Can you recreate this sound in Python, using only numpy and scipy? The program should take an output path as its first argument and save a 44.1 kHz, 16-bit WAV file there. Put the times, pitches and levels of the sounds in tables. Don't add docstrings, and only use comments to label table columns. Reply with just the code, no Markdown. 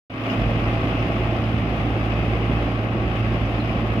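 import sys
import numpy as np
from scipy import signal
from scipy.fft import rfft, irfft, dct
from scipy.io import wavfile
from scipy.ndimage import map_coordinates

SR = 44100
rng = np.random.default_rng(int(sys.argv[2]) if len(sys.argv) > 2 else 0)


def wrap_up_sound(samples):
    columns = np.atleast_2d(samples).T
    tamed = np.clip(columns, -1, 1)
    steps = np.round(tamed * 32767).astype(np.int16)
    wavfile.write(sys.argv[1], SR, steps)


N = 176400
TIME_S = np.arange(N) / SR
FREQ_HZ = np.arange(N // 2 + 1) * SR / N
CYLINDERS = 6

# (frequency [Hz], coherence [0-1])
COHERENCE = [(60, .98), (130, .985), (300, .98), (650, .88), (1000, .7), (1400, .2), (3000, .05),
             (14000, 0)]
# (time [s], gain [dB])
ROAR_GAIN = [(.15, 3.5), (.45, 1), (.9, 1.5), (1.5, -0.5), (2.2, 0), (2.65, 0), (2.9, -1), (3.25, 0),
             (4, -0.55)]


def undb(db):
    return 10 ** (np.asarray(db) / 20)


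def level(x, rms_db):
    return x * undb(rms_db) / np.sqrt(np.mean(x ** 2))


def curve(rows):
    return np.interp(TIME_S, *np.array(rows, float).T)


def per_bin(rows):
    hz, value = np.array(rows, float).T
    return np.interp(np.log(np.maximum(FREQ_HZ, 1)), np.log(hz), value)


def colour(x, rows):
    cepstrum = irfft(np.log(undb(per_bin(rows))), N)
    cepstrum[1:N // 2] *= 2
    cepstrum[N // 2 + 1:] = 0
    return irfft(rfft(x) * np.exp(rfft(cepstrum)), N)


def walk(rate_hz):
    spectrum = rfft(rng.standard_normal(N)) * (FREQ_HZ > 0)
    return level(irfft(spectrum / (1 + (FREQ_HZ / rate_hz) ** 2) ** 2, N), 0)


def stereo(three, coherence):
    share, spectra = np.clip(coherence, 0, 1), rfft(three)
    return irfft(np.sqrt(share) * spectra[0] + np.sqrt(1 - share) * spectra[1:], N)


def whistle(hz, wander, rate_hz):
    return np.sqrt(2) * np.sin(2 * np.pi * np.cumsum(hz * (1 + wander * walk(rate_hz))) / SR)


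def ring(hz, width_hz):
    shaking = rfft(rng.standard_normal((2, N)))
    return level(irfft(shaking / (1 + 2 * ((FREQ_HZ - hz) / width_hz) ** 2), N), 0)


def swell(at_s, half_s):
    return np.exp(-((TIME_S - at_s) / half_s) ** 2)


def scatter(x, decay_s=.032, tail_db=-2.5):
    tail = rng.standard_normal((2, N)) * np.exp(-TIME_S / decay_s)
    tail /= np.sqrt(np.sum(tail ** 2, axis=1, keepdims=True))
    return x + undb(tail_db) * irfft(rfft(x) * rfft(tail), N)


def firings(count, stroke_db, cylinder_db, decay_periods):
    stroke = count.astype(int)
    imbalance = level(rng.permutation(np.linspace(-1, 1, CYLINDERS)), 0)
    chance = rng.standard_normal(N // 100)
    size = undb(stroke_db * chance[stroke] + cylinder_db * imbalance[stroke % CYLINDERS])
    return np.diff(stroke, prepend=0) * size, size * np.exp(-(count % 1) / decay_periods)


def miller_engine(firing_hz=111.04, wander=.002, jitter_rad=.19):
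    # (time [s], level [dB])
    drone_level = [(.38, -24.5), (.55, -24), (.605, -31), (.64, -24.5), (.75, -24), (.79, -30), (.84, -26),
                   (1.04, -26), (1.11, -30), (1.18, -25), (1.72, -25.5), (1.78, -30), (1.83, -25.7),
                   (3.11, -26), (3.15, -30.5), (3.2, -22.7), (3.4, -25), (3.6, -27), (4, -25)]
    # (order [per engine cycle], level at midpoint [dB], drift [dB/s])
    partials = [(12, -38.5, 1.2), (14, -38.5, -3.5), (16, -39.5, 0), (18, -47.5, 1.5)]
    # (frequency [Hz], level [dB])
    hums = [(470, -45), (832, -48.5), (2104, -60), (2513, -53.5)]
    # (time [s], level [dB])
    whine_level = [(.3, -44), (.6, -42), (.78, -35.5), (.88, -43), (1.08, -37.5), (1.25, -39), (1.45, -50),
                   (4, -50)]
    # (frequency [Hz], gain [dB])
    puff_colour = [(20, -54), (50, -11), (70, 7), (100, -3.5), (140, 2), (190, 3.5), (260, -2.5),
                   (370, -1.5), (435, -14), (540, -8), (660, -7.5), (800, -8.5), (930, -20.5),
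                   (1500, -23.5), (8000, -83)]
    # (time [s], level [dB])
    puff_level = [(.3, -27.5), (.8, -28.5), (1.4, -27), (2.6, -27), (2.9, -29), (3.05, -23.5), (3.23, -33),
                  (3.36, -28), (4, -27.5)]
    count = np.cumsum(firing_hz * (1 + wander * walk(3))) / SR
    drone = np.sqrt(2) * np.sin(2 * np.pi * count + jitter_rad * walk(28))
    tones = drone * undb(curve(drone_level) + walk(33))
    from_middle_s = TIME_S - N / 2 / SR
    for order, db, drift_db_per_s in partials:
        partial = np.sin(2 * np.pi * (order * count / CYLINDERS + rng.random()))
        tones += level(partial * undb(2 * walk(9.4)), db) * undb(drift_db_per_s * from_middle_s)
    for hz, db in hums:
        tones += level(whistle(hz, wander=.00433, rate_hz=12) * undb(3.3 * walk(4)), db)
    whine = whistle(hz=663, wander=.0028, rate_hz=8.7) * undb(curve(whine_level))
    _, gate = firings(count, stroke_db=2.5, cylinder_db=1.25, decay_periods=1.4)
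    puffs = stereo(rng.standard_normal((3, N)), per_bin(COHERENCE)) * gate
    return tones + whine + level(colour(puffs, puff_colour), 0) * undb(curve(puff_level))


def truck_engine(knock_db=-38, left_lag_s=.00026):
    # (time [s], firing rate [Hz])
    firing_rate = [(0.4, 50.3), (0.74, 50.5), (0.9, 51.62), (1.02, 51.83), (1.66, 56.29), (2.32, 55.82),
                   (2.84, 53.23), (3.85, 53.25)]
    # (frequency [Hz], gain [dB])
    pipe_colour = [(15, -43), (27, -22), (38, 3), (52, 4.5), (70, 7.5), (110, -11.5), (165, -10.5),
                   (220, -14.5), (300, -15.5), (600, -22), (1500, -60), (8000, -110)]
    # (time [s], level [dB])
    exhaust_level = [(.36, -33), (.41, -23.5), (.47, -24), (.55, -29.5), (.65, -26.5), (.85, -31),
                     (1.0, -28), (1.07, -34), (1.22, -26.5), (1.37, -34), (1.7, -29.5), (2.0, -28.5),
                     (2.2, -29.5), (2.62, -26.3), (2.9, -36), (3.03, -28), (3.23, -31.5), (3.31, -27),
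                     (3.47, -28), (3.66, -32), (3.88, -29), (4.0, -30.5)]
    # (frequency [Hz], gain [dB])
    block_colour = [(300, -39.5), (900, -3.5), (1180, 3.5), (1600, -1.5), (2100, 5), (2350, 1),
                    (2800, -2.5), (3300, -8), (4300, -24.5), (5000, -16.5), (6000, -31), (8000, -50),
                    (14000, -50)]
    count = np.cumsum(curve(firing_rate) * (1 + .006 * walk(6))) / SR
    pulses, gate = firings(count, stroke_db=1, cylinder_db=.9, decay_periods=.42)
    exhaust = level(colour(pulses - pulses.mean(), pipe_colour), 0) * undb(curve(exhaust_level))
    bursts = stereo(rng.standard_normal((3, N)), coherence=.96) * gate
    left, right = colour(bursts, block_colour)
    left = map_coordinates(left, [np.arange(N) - left_lag_s * SR], mode="mirror")
    knock = level(scatter(np.array([left, right])), knock_db)
    return exhaust + knock * undb(curve(ROAR_GAIN))


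def cutting_drum(chips_per_s=1500, spread_db=2.2, chip_gain=.45, base_db=-30):
    # (frequency [Hz], gain [dB])
    drum_colour = [(22, -44), (70, -9), (115, -6), (300, 0), (440, -5), (650, -2.5), (800, -6), (940, -13),
                   (1170, -10.5), (1600, -16.5), (2100, -14.5), (2600, -13.5), (3300, -18.5), (4350, -33.5),
                   (4900, -34), (5800, -39.5), (7000, -45.5), (8100, -53), (10000, -48), (12000, -46.5),
                   (14500, -55)]
    hits = (rng.random((3, N)) < chips_per_s / SR) * rng.choice([-1, 1], (3, N))
    chips = hits * undb(spread_db * rng.exponential(size=(3, N)))
    rush = rng.standard_normal((3, N)) + chip_gain * level(chips, 0)
    roar = colour(stereo(rush, per_bin(COHERENCE)), drum_colour) * undb(.82 * walk(54))
    return level(roar, base_db) * undb(curve(ROAR_GAIN))


def panels():
    # (frequency [Hz], width [Hz], level [dB], left minus right [dB])
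    modes = [(1059, 65, -46.5, -4), (1126, 53, -46.5, 10), (1268, 150, -45.5, 3), (2060, 74, -50.5, 2),
             (2524, 240, -45, -6), (2648, 40, -55, -17), (2870, 89, -54.5, 10.5), (4260, 220, -67.5, -15),
             (4900, 160, -65, -6)]
    ringing = sum(ring(hz, width_hz) * undb(db + np.array([[pan_db], [-pan_db]]) / 2)
                  for hz, width_hz, db, pan_db in modes)
    return ringing * undb(curve(ROAR_GAIN))


def clinks(attack_s=.002):
    # (time [s], frequency [Hz], width [Hz], level [dB], decay [s])
    impacts = [(.296, 6100, 450, -57, .03), (.299, 2860, 110, -35.5, .022), (.306, 5050, 180, -42.5, .011),
               (.323, 2980, 90, -40, .014), (.462, 4900, 300, -53, .01), (.641, 5000, 200, -48.5, .014),
               (.991, 5450, 350, -51, .012), (1.363, 4790, 250, -53, .01), (1.439, 4930, 250, -51, .012),
               (2.138, 5180, 300, -54, .01), (2.688, 4900, 300, -52, .01), (3.453, 5800, 600, -56, .012),
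               (3.642, 4880, 150, -50, .012)]
    sound = np.zeros((2, N))
    for at_s, hz, width_hz, db, decay_s in impacts:
        age_s = TIME_S - at_s
        envelope = np.clip(age_s / attack_s, 0, 1) * np.exp(-np.abs(age_s) / decay_s)
        sound += ring(hz, width_hz) * undb(db) * envelope
    return sound


def spills():
    # (frequency [Hz], gain [dB])
    grit_colour = [(2000, -20), (3200, 6), (6500, 3), (9000, -10), (12000, 1), (15000, -2)]
    # (time [s], level [dB], half length [s])
    bursts = [(.32, -60, .06), (3.937, -60, .011)]
    hiss = level(colour(rng.standard_normal((2, N)), grit_colour), 0)
    return hiss * sum(undb(db) * swell(at_s, half_s) for at_s, db, half_s in bursts)


def scrapes(width_hz=55):
    # (time [s], half length [s], frequency [Hz], level [dB])
    surges = [(.63, .05, 2510, -42), (.99, .06, 2560, -44), (1.02, .09, 2720, -45.5),
              (1.26, .05, 2680, -44), (2.17, .05, 2580, -41), (2.21, .06, 2470, -43)]
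    return sum(ring(hz, width_hz) * undb(db) * swell(at_s, half_s) for at_s, half_s, hz, db in surges)


def cyclist_shadow(x, at_s=2.94, half_s=.14, depth_db=-2, edge_hz=2400):
    treble = signal.sosfiltfilt(signal.butter(2, edge_hz, "high", fs=SR, output="sos"), x)
    return x + treble * (undb(depth_db * swell(at_s, half_s)) - 1)


def squeak(at_s=3.595, attack_s=.003, hold_s=.012, release_s=.012, direct_db=-47.3):
    age_s = TIME_S - at_s
    envelope = np.clip(age_s / attack_s, 0, 1) * np.exp(-np.maximum(age_s - hold_s, 0) / release_s)
    return scatter(whistle(hz=4125, wander=.025, rate_hz=450) * envelope * undb(direct_db))


def scene():
    # (frequency [Hz], left minus right [dB])
    balance = [(60, -2.5), (110, -2.0), (200, -2.5), (370, -1.5), (680, 0.0), (1260, 2.5), (2310, 4.5),
               (4240, 5.5), (7800, 9), (14300, 7.0)]
    machines = miller_engine() + truck_engine() + cutting_drum() + panels()
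    sources = machines + scrapes() + clinks() + squeak() + spills()
    tilt_db = np.repeat(per_bin(balance)[:-1], 2) / 2
    spectra = dct(sources, norm="ortho") * undb([tilt_db, -tilt_db])
    return cyclist_shadow(dct(spectra, type=3, norm="ortho"))


def record(dry, start_s=.097, ramp_s=.004, bass_edge_hz=140, top_hz=14700):
    # (time [s], gain [dB])
    fade = [(.1, -12), (.15, -8), (.22, -4), (.3, 0)]
    # (time [s], gain [dB])
    bass_fade = [(.1, -7), (.3, -7), (.35, -12), (.372, 0)]
    bass = signal.sosfiltfilt(signal.butter(2, bass_edge_hz, fs=SR, output="sos"), dry)
    faded = (dry + bass * (undb(curve(bass_fade)) - 1)) * undb(curve(fade))
    end_ramps = np.clip(np.minimum(TIME_S - start_s, TIME_S[-1] - TIME_S) / ramp_s, 0, 1)
    return signal.sosfilt(signal.ellip(10, .2, 80, top_hz, fs=SR, output="sos"), faded * end_ramps)


dry = scene()
out = record(dry)
wrap_up_sound(out)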